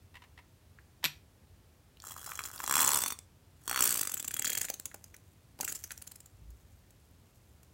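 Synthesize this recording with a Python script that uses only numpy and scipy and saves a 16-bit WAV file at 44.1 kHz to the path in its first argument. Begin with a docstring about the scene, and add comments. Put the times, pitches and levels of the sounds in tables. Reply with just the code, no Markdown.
"""Slime squeezed from a balloon

Thick slime is pushed out of a rubber balloon into a glass dish, close up in a quiet room.
Soft rubber ticks and one sharp snap lead in. Then trapped air splutters through the neck in runs that
slow as the pressure is spent: each bubble pops with a falling note and spits a short spray, and the air
left in the balloon rings, higher as it shrinks. Dull plops and faint sticky ticks come near the end."""
import sys
import numpy as np
from scipy import signal
from scipy.fft import rfft, irfft, next_fast_len
from scipy.io import wavfile

SR = 44100
rng = np.random.default_rng(int(sys.argv[2]) if len(sys.argv) > 2 else 0)


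def wrap_up_sound(samples):
    """Save the sound to the file named by the first command line argument, as 16-bit audio."""
    columns = np.atleast_2d(samples).T
    # keep every value between -1 and 1, then stretch to whole-number steps
    tamed = np.clip(columns, -1, 1)
    steps = np.round(tamed * 32767).astype(np.int16)
    wavfile.write(sys.argv[1], SR, steps)


N = 341268
TIME = np.arange(N) / SR
GRAIN_MS = np.arange(2048) * 1000 / SR

# EQ of the room tone: f/Hz, level/dB
ROOM_EQ = [(15, -57.5), (25, -14.5), (87, -1), (160, -13), (416, -22), (1600, -31.5), (16000, -40)]
# the arm shifts over the table: t/s, level/dB
ARM_BUMPS = [(6.45, -48), (6.73, -59.5)]

# soft ticks of the handled rubber: t/s, level/dB
RUBBER_TICKS = [(.141, -48), (.153, -40), (.166, -43.5), (.219, -44.5), (.237, -45.5), (.376, -46),
                (.387, -45), (1.028, -40), (1.036, -38)]
# their EQ: f/Hz, level/dB
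RUBBER_EQ = [(450, -14), (800, -8), (2300, -2), (10000, -36)]
# their hollow notes: f/Hz, width/Hz, level/dB
RUBBER_RINGS = [(985, 90, 8.5), (1870, 85, 10), (2580, 160, 5)]
# a lone small bubble bursting on the slime: t/s, f/Hz, level/dB
LONE_BLIP = (.787, 1620, -45.5)

# the snap, a quick run of cracks: t/s, level/dB
SNAP_CRACKS = [(1.0415, -19.5), (1.047, -23.5), (1.0528, -21.5), (1.0578, -24)]
# their EQ: f/Hz, level/dB
SNAP_EQ = [(100, -37.5), (170, 0.5), (520, -14.5), (750, -11), (2500, 1.5), (3500, -2.5), (4400, 1),
           (6400, -12), (7500, -5.5), (9500, -17.5), (12500, -5), (14000, -22)]
# notes left ringing by the snap: f/Hz, peak level/dB, t60/s
SNAP_NOTES = [(148, -45.5, 0.35), (5800, -50, .22), (13070, -37, 0.12)]

# small bubbles bursting at the lip: t/s, f/Hz, level/dB
LIP_BUBBLES = [(1.971, 3110, -52), (2.001, 4400, -44), (2.021, 7050, -45), (2.04, 1130, -44),
               (2.087, 7300, -41.5), (2.106, 1060, -42.5), (2.164, 1080, -36.5), (2.275, 1070, -38),
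               (2.299, 1100, -41), (2.355, 6900, -34), (2.405, 1210, -35.5), (2.438, 5700, -32.5),
               (2.502, 1160, -42.5), (2.579, 4200, -40.5), (2.663, 6500, -29), (3.189, 7900, -35.5),
               (4.457, 4460, -27.5), (4.585, 8500, -27), (4.631, 7800, -31), (5.165, 9800, -45.5),
               (5.633, 1550, -39), (5.764, 6600, -40)]
# fader ride on the tiny bubbles between the big ones: t/s, level/dB
FIZZ_RIDE = [(1.99, -87), (2.05, -49.5), (2.35, -46.5), (2.56, -49.5), (2.8, -40), (3.05, -45), (3.25, -95),
             (3.6, -73), (3.67, -53), (3.87, -35), (4.15, -58.5), (4.62, -48.5), (4.8, -68.5), (5.57, -78),
             (5.62, -50.5), (6.35, -76.5)]
# changing voice of the neck: t/s, pop f/Hz, ring send/dB, closing pop against opening pop/dB
NECK_VOICE = [(2.0, 1010, 2.5, -28.5), (2.78, 950, -0.5, -11), (2.9, 940, 0, 10), (3.0, 945, 5, -2.5),
              (3.12, 910, 2.5, -18), (3.78, 1066, -2, -8.5), (4.15, 1170, -3.5, -27),
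              (4.55, 1620, -4.5, -10), (4.75, 1440, -19, -6.5)]
# single bubbles breaking through as the flow starts or slows:
# t/s, pop level/dB, spit delay/ms, spit level/dB, spit half-length/ms, whistle f/Hz
SINGLE_BUBBLES = [(2.263, -40.5, 0.64, -33.5, 3.6, 7200), (2.3186, -33, 9.3, -50, 5.5, 7490.0),
                  (2.3916, -28, 0.94, -37, 4.5, 7340.0), (2.4533, -38, 6.4, -30.5, 3.6, 7400),
                  (2.6025, -30.5, 0.52, -40, 3.3, 7500), (2.6394, -31.5, 1.5, -31.5, 1.9, 7240),
                  (2.6768, -28.5, 1, -26.5, 4.5, 8150), (3.003, -51, 2.6, -25, 4.1, 7850.0),
                  (3.0185, -35, 3.6, -21, 4.5, 8150), (3.037, -34.5, 1.4, -20.5, 0.51, 8250.0),
                  (3.061, -29.5, 0.83, -23, 4.5, 5900), (3.078, -51, 3.8, -22, 3.8, 9700),
                  (3.104, -35.5, 3.1, -28.5, 2.2, 8200), (3.122, -34.5, 1.9, -27.5, 4.0, 8600),
                  (4.1165, -41, 3.2, -27, 0.76, 7200), (4.139, -46, 4, -21.5, 1.4, 7660),
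                  (4.17, -40, 6.6, -29, 3.6, 7100), (4.197, -42.0, 3.6, -26.5, 3.9, 7250),
                  (4.2255, -65, 2, -30.5, 0.34, 7460), (4.245, -41, 4.1, -29.5, 2.9, 7300),
                  (4.277, -52.0, 4, -23, 1.9, 7600), (4.3095, -35, 5.5, -30.5, 2.9, 9650),
                  (4.339, -42, 3.3, -23, 0.94, 7300), (4.366, -35, 3.7, -26.5, 2.6, 9900),
                  (4.391, -37.0, 4.7, -21, 0.83, 7940), (4.4205, -34, 3.7, -25.5, 0.68, 6700),
                  (4.4455, -28.5, 6.2, -21, 4.7, 7100), (4.4695, -30, 7.5, -21, 3.2, 7200),
                  (4.496, -33, 6.9, -20.0, 1.5, 7560), (4.5195, -32.5, 13, -22.0, 2.6, 6900),
                  (4.5505, -34.0, 2.8, -23.5, 1.7, 7150), (4.573, -32, 4.8, -20.5, 2.3, 7270),
                  (4.6135, -32, 2.9, -21, 2.1, 7000), (4.6445, -35.5, 7.2, -26, 2.6, 7140),
                  (4.6855, -36.5, 6.8, -34, 4.9, 7120.0), (4.6993, -44, 2.4, -22.5, 1.4, 6100),
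                  (4.7362, -63, 5.8, -28.5, 3.2, 6200), (4.796, -69, 3.1, -30, 0.6, 7200),
                  (4.8555, -64, 1.1, -26, 3.8, 6600), (4.9148, -45.5, 1.3, -58, 2.9, 6860.0),
                  (4.9427, -48, 2.35, -36.5, 1.78, 6850), (5.0415, -59, 0.75, -39, 2.1, 6140),
                  (5.1431, -45.5, 2.9, -44, 2.9, 5850), (5.6088, -49.5, 1, -22, 3.1, 6370),
                  (5.627, -49, 4.2, -34, 3.4, 9160.0), (5.644, -54, 5.6, -23.5, 2.3, 7800),
                  (5.678, -34.5, 4, -27, 5.7, 7750.0), (5.6914, -46, 5.1, -27.5, 11, 6750),
                  (5.721, -44, 4, -26, 2.4, 7640), (5.7494, -59, 5.2, -28, 7.5, 7200),
                  (5.839, -44.5, 1.3, -29, 3.9, 6030), (5.907, -36, 2.3, -40, 4.9, 6400),
                  (5.9168, -39, 2.9, -31, 2.3, 5800)]
# EQ of the bright spray: f/Hz, level/dB
SPRAY_EQ = [(1000, -11.5), (2000, -10.5), (2750, -4.5), (3700, -11.5), (5200, -8), (6300, -1.5),
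            (7600, 0.5), (9200, -3), (10500, -4), (12300, -1.5), (13600, -4.5), (15300, -3)]
# EQ of the low gurgle: f/Hz, level/dB
GURGLE_EQ = [(60, -12), (150, 1.5), (280, 4), (820, -5), (1500, -14)]
# air cavity of the balloon: f/Hz, level before the regrip/dB, level after it/dB, width/Hz
CAVITY_MODES = [(4030, 16, 19.5, 22), (5190, 16, 20, 24), (5600, 19, 12, 24), (7380, 19.5, 19, 30)]
# the rings rise during a squeeze: t/s, nozzle f/Hz, cavity pitch/ratio
RING_TUNING = [(2.0, 3280, 1.0), (2.78, 3360, 1.022), (3.12, 3560, 1.112), (3.7, 3330, 1.095),
               (3.84, 3360, 1.107), (4.08, 3540, 1.19), (4.42, 3290, 1.19), (4.6, 3260, 1.18)]
# how open the cavity is to the nozzle: t/s, level/dB
CAVITY_OPENING = [(2.7, -5), (3.0, -1.5), (4.1, 0), (4.45, -12)]

# pace of three bubble runs, two fast ones and then the last air's slow spits: t/s, bubble rate/Hz
RUN_PACE = [
    [(2.696, 69), (2.74, 68), (2.755, 80), (2.8, 90), (2.814, 69), (2.94, 71), (2.995, 62)],
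    [(3.678, 57.1), (3.757, 65.9), (3.869, 62.2), (4.105, 41.6)],
    [(5.974, 23.3), (6.017, 19.6), (6.114, 23.8), (6.204, 18.2), (6.27, 18)],
]
# force of the same runs; pops lead, spray follows: t/s, pop level/dB, spit level/dB, spit delay/ms
RUN_FORCE = [
    [(2.696, -25.5, -26, 1.95), (2.75, -22.5, -20.5, 2.14), (2.82, -24.5, -18, 3.84),
     (2.9, -35.5, -18.5, 5.1), (2.99, -32, -20.5, 2.9)],
    [(3.678, -30.5, -26, 1.1), (3.77, -25, -31.5, 1.08), (3.81, -26.5, -14, 2.57),
     (3.87, -39.5, -16.5, 6.3), (3.97, -36.5, -20.5, 6), (4.1, -39.5, -27.5, 1.4)],
    [(6.07, -56.5, -33.5, 5), (6.24, -67, -43.5, 3.2)],
]
# whistle of the spit, one per run: f/Hz
RUN_WHISTLES = [8370, 8320, 7800]

# big air pockets collapsing: t/s, level/dB
POCKET_PLOPS = [(4.699, -32.5), (4.943, -38), (5.589, -36.5), (5.601, -33), (5.629, -37)]
# their EQ: f/Hz, level/dB
PLOP_EQ = [(100, -13.5), (330, -2.5), (800, -0.5), (1150, -11.5), (3000, -22)]
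# sticky ticks as the empty neck is lifted away: t/s, level/dB
STICKY_TICKS = [(6.504, -52), (6.9055, -51), (7.631, -50)]


def from_db(db):
    return 10 ** (np.asarray(db) / 20)


def unit_rms(x):
    return x / np.sqrt(np.mean(x ** 2) + 1e-20)


def with_energy(x, db):
    """Scale a grain to the energy of one millisecond at this rms level."""
    return x * from_db(db) / np.sqrt(np.sum(x ** 2) * GRAIN_MS[1] + 1e-20)


def add(track, s, grain):
    """Mix a grain in at time s."""
    at = int(s * SR)
    track[at:at + len(grain)] += grain[:N - at]


def curves_at(s, table):
    """Read each automation curve of a table at time s."""
    times, *columns = np.transpose(table)
    return [np.interp(s, times, column) for column in columns]


def eq(x, points):
    """Minimum-phase EQ through (f/Hz, level/dB) points; white noise keeps its power."""
    size = next_fast_len(N + len(GRAIN_MS)) * 2
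    hz, db = np.transpose(points)
    bin_hz = np.arange(size // 2 + 1) * SR / size
    gain = unit_rms(from_db(np.interp(np.log(bin_hz + 1), np.log(hz), db)))
    cepstrum = irfft(np.log(gain))[:size // 2]
    cepstrum[1:] *= 2
    return irfft(rfft(x, size) * np.exp(rfft(cepstrum, size)))[:N]


def resonate(x, hz, width_hz):
    """A resonance with about unity gain at its centre, which may glide."""
    turn = np.exp(2j * np.pi * np.cumsum(np.broadcast_to(hz, x.shape)) / SR)
    r = np.exp(-np.pi * width_hz / SR)
    return 2 * np.real(turn * signal.lfilter([1 - r], [1, -r], x / turn + 1e-18))


def band(x, hz, width_hz):
    """Two resonances in series, for steeper skirts."""
    return resonate(resonate(x, hz, width_hz), hz, width_hz)


def bursts(rows, rise_ms, decay_ms):
    """One noise burst that swells and dies for each (t/s, level/dB) row."""
    track = np.zeros(N)
    envelope = (1 - np.exp(-GRAIN_MS / rise_ms)) * np.exp(-GRAIN_MS / decay_ms)
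    for s, db in rows:
        add(track, s, with_energy(envelope * rng.standard_normal(len(envelope)), db))
    return track


def background(tone_db=-60.5, bump_s=0.073):
    """A steady bed of room tone, with two dull bumps through the table."""
    bumps = sum(from_db(db) * np.exp(-((TIME - s) / bump_s) ** 2) for s, db in ARM_BUMPS)
    rumble = unit_rms(band(rng.standard_normal(N), hz=60, width_hz=34))
    return from_db(tone_db) * eq(rng.standard_normal(N), ROOM_EQ) + bumps * rumble


def rubber_ticks():
    """The handled rubber ticks softly, with a hollow ring."""
    rubs = bursts(RUBBER_TICKS, rise_ms=2.0, decay_ms=5.6)
    hollow = sum(from_db(db) * resonate(rubs, hz, width) for hz, width, db in RUBBER_RINGS)
    return from_db(-6) * eq(rubs, RUBBER_EQ) + from_db(6) * hollow


def gulp(hz, db, decay_ms, q):
    """A wet, rough note: a short puff through the broad resonance of a small opening."""
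    puff = rng.standard_normal(len(GRAIN_MS)) * np.exp(-GRAIN_MS / decay_ms)
    return with_energy(band(puff, hz, hz / q), db)


def snap(rattle_db=-5.5, ring_start_s=1.0475):
    """A run of cracks trails a weaker rattle and leaves a hollow body, a low thump and thin highs."""
    attack = bursts(SNAP_CRACKS, rise_ms=0.18, decay_ms=1.0)
    rattle = from_db(rattle_db) * bursts(SNAP_CRACKS, rise_ms=0.69, decay_ms=8.7)
    body = band(bursts(SNAP_CRACKS, rise_ms=1, decay_ms=24), hz=2500, width_hz=800)
    age = np.maximum(TIME - ring_start_s, 0)
    notes = sum(from_db(db - 60 * np.minimum(age / t60, 2)) * np.sin(2 * np.pi * hz * age)
                for hz, db, t60 in SNAP_NOTES)
    return eq(attack + rattle, SNAP_EQ) + body + notes


def lip_bubbles(crack_db=-9.5):
    """Small bubbles burst at the lip, each with a short note and a tiny crack."""
    notes = np.zeros(N)
    for s, hz, db in LIP_BUBBLES:
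        add(notes, s, gulp(hz, db, decay_ms=1.7, q=2.0))
    cracks = bursts([(s, db + crack_db) for s, _, db in LIP_BUBBLES], rise_ms=0.17, decay_ms=1.0)
    return notes, cracks


def fizz(per_s=600, spread_db=5.0, burst_ms=0.64):
    """Tiny bubbles burst at random while air is flowing."""
    triggers = (rng.random(N) < per_s / SR) * from_db(spread_db * rng.standard_normal(N))
    envelope = signal.fftconvolve(triggers, GRAIN_MS * np.exp(-GRAIN_MS / burst_ms))[:N]
    ride_db, = curves_at(TIME, FIZZ_RIDE)
    return unit_rms(envelope * rng.standard_normal(N)) * from_db(ride_db)


def balloon_rings(jolts, nozzle_db=14.5, regrip_s=3.4):
    """Jolts ring the nozzle and the air cavity, whose modes change balance as the hand regrips."""
    nozzle_hz, tuning = curves_at(TIME, RING_TUNING)
    opening = from_db(curves_at(TIME, CAVITY_OPENING)[0])
    nozzle = from_db(nozzle_db) * resonate(jolts, nozzle_hz, width_hz=27)
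    cavity = sum(from_db(np.where(TIME < regrip_s, before, after)) * resonate(jolts, hz * tuning, width)
                 for hz, before, after, width in CAVITY_MODES)
    # the more the cavity takes of each jolt, the less is left for the nozzle
    return opening * cavity + nozzle / np.sqrt(opening)


def pop(hz, db, glide=0.97, glide_cycles=0.62, decay_cycles=2.02):
    """A bubble pops: its note drops toward hz and dies within a few cycles."""
    cycles = GRAIN_MS * hz / 1000
    pitch = hz * (1 + glide * np.exp(-cycles / glide_cycles))
    envelope = np.exp(-(cycles / decay_cycles) ** 1.5)
    return with_energy(np.sin(2 * np.pi * np.cumsum(pitch) / SR) * envelope, db)


def spit(delay_ms, half_ms, whistle_hz, grit_db=4.0, whistle_db=15.0, side_db=8.0, rise=.07):
    """Air tears through the wet gap: spray swells and is pinched off, whistling up as the gap narrows."""
    past_peak = (GRAIN_MS - delay_ms) / half_ms
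    swell = np.exp(np.minimum(past_peak / 1.3, -past_peak))
    spray = rng.standard_normal(len(swell)) * from_db(grit_db * rng.standard_normal(len(swell))) * swell
    # weaker side whistles, different each time
    sides = sum(resonate(spray, hz * np.exp(spread * rng.normal()), width_hz=500) * rng.uniform(.5, 1.5)
                for hz, spread in ((4700, .2), (11000, .11), (15000, .03)))
    whistle = resonate(spray, whistle_hz * (1 + rise * np.tanh(past_peak / 2)), width_hz=350)
    return spray + from_db(whistle_db) * whistle + from_db(side_db) * sides


def neck_bubbles(rows, pop_db=-0.5, gulp_db=-6.0, crack_db=-3.0, gurgle_db=-18.5):
    """Each bubble cracks open with a gulp, pops, spits, gurgles and pops again as the neck closes."""
    pops, spray, gurgle, jolts = np.zeros((4, N))
    for s, open_db, delay_ms, spit_db, half_ms, whistle_hz in rows:
        hz, ring_db, closing_db = curves_at(s, NECK_VOICE)
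        crack = rng.standard_normal(len(GRAIN_MS)) * np.exp(-GRAIN_MS / .5)
        slosh = rng.standard_normal(len(GRAIN_MS)) * np.exp(-np.abs(GRAIN_MS - delay_ms) / 8.7)
        jolt_db = (open_db + spit_db) / 2
        size = NECK_VOICE[0][1] / hz  # smaller, higher bubbles crack more softly
        add(spray, s, size * with_energy(crack, jolt_db + crack_db))
        add(pops, s, pop(hz * np.exp(.1 * rng.normal()), open_db + pop_db))
        add(pops, s, gulp(2 * hz * np.exp(.31 * rng.normal()), open_db + gulp_db, decay_ms=1.3, q=1.4))
        add(pops, s + (delay_ms + half_ms) / 1000, pop(hz * .9, open_db + closing_db))
        add(spray, s, with_energy(spit(delay_ms, half_ms, whistle_hz), spit_db))
        add(jolts, s, with_energy(crack, jolt_db + ring_db))
        add(gurgle, s, with_energy(slosh, spit_db + gurgle_db))
    return pops, spray, gurgle, jolts


def run_beats(pace):
    """Bubble times in one run, spaced by its pace."""
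    times, per_s = np.transpose(pace)
    beats, s = [], times[0]
    while s < times[-1]:
        beats.append(s)
        s += 1 / np.interp(s, times, per_s)
    return np.array(beats)


def bubble_runs(base_half_ms=1.35, pop_spread_db=2.5, spit_spread_db=2):
    """While air flows the neck bubbles in runs: fast under pressure, slow thin spits at the end."""
    rows = []  # columns as in SINGLE_BUBBLES
    starting_rate = RUN_PACE[0][0][1]
    for pace, force, whistle_hz in zip(RUN_PACE, RUN_FORCE, RUN_WHISTLES):
        beats = run_beats(pace)
        rate, = curves_at(beats, pace)
        pop_db, spit_db, delay_ms = curves_at(beats, force)
        half_ms = base_half_ms * np.sqrt(starting_rate / rate)  # slower pace, longer spits
        chance = rng.standard_normal((len(beats), 5)).T
        pop_db += pop_spread_db * chance[0]
        spit_db += spit_spread_db * chance[1]
        delay_ms *= np.exp(.2 * chance[2])
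        half_ms *= np.exp(.35 * chance[3])
        rows += zip(beats, pop_db, delay_ms, spit_db, half_ms, whistle_hz * np.exp(.089 * chance[4]))
    return rows


def splutter(fizz_note_db=1.5, crackle_send_db=-8.5):
    """Trapped air leaves the neck as big bubbles and fine crackle; both set the balloon ringing."""
    pops, spray, gurgle, jolts = neck_bubbles(bubble_runs() + list(SINGLE_BUBBLES))
    lip_notes, lip_cracks = lip_bubbles()
    froth = fizz()
    pop_hz, ring_db, _ = curves_at(TIME, NECK_VOICE)
    fizz_notes = from_db(fizz_note_db + ring_db / 2) * band(froth, 1.39 * pop_hz, width_hz=1150)
    crackle = froth + lip_cracks
    rings = balloon_rings(jolts + crackle * from_db(ring_db + crackle_send_db))
    return pops + lip_notes + fizz_notes + rings + eq(spray + crackle, SPRAY_EQ) + eq(gurgle, GURGLE_EQ)


def plops():
    """Big air pockets collapse with a soft, dull squelch."""
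    return eq(bursts(POCKET_PLOPS, rise_ms=0.7, decay_ms=3.1), PLOP_EQ)


def sticky_ticks():
    """The slime unsticks in tiny, bright ticks."""
    return eq(bursts(STICKY_TICKS, rise_ms=0.34, decay_ms=3.3), SPRAY_EQ)


def room(x, t60_s=0.25, build_s=0.0022, damping_hz=9000):
    """Diffuse tail of a small furnished room, a little duller than the direct sound."""
    t = TIME[:SR // 2]
    tail = rng.standard_normal(len(t)) * from_db(-60 * t / t60_s) * (1 - np.exp(-t / build_s))
    tail = signal.sosfilt(signal.butter(1, damping_hz, fs=SR, output="sos"), tail)
    return signal.fftconvolve(x, tail / np.sqrt(np.sum(tail ** 2)))[:N]


def scene(near_send_db=-15.0, far_send_db=-14.0):
    """Mono mix: the neck is nearest the microphone; snap and ticks carry a touch more room."""
    near = splutter() + plops()
    blip_s, blip_hz, blip_db = LONE_BLIP
    add(near, blip_s, gulp(blip_hz, blip_db, decay_ms=5.0, q=2.2))
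    far = snap() + rubber_ticks() + sticky_ticks()
    reverb = room(from_db(near_send_db) * near + from_db(far_send_db) * far)
    return (near + far + reverb + background())[None]


def record(dry, low_cut_hz=46, top_cut_hz=15900):
    """The microphone sheds the deepest rumble; the top is cut steeply."""
    low_cut = signal.butter(4, low_cut_hz, "high", fs=SR, output="sos")
    top_cut = signal.ellip(10, .1, 70, top_cut_hz, fs=SR, output="sos")
    return signal.sosfilt(np.vstack([low_cut, top_cut]), dry)


dry = scene()
out = record(dry)
wrap_up_sound(out)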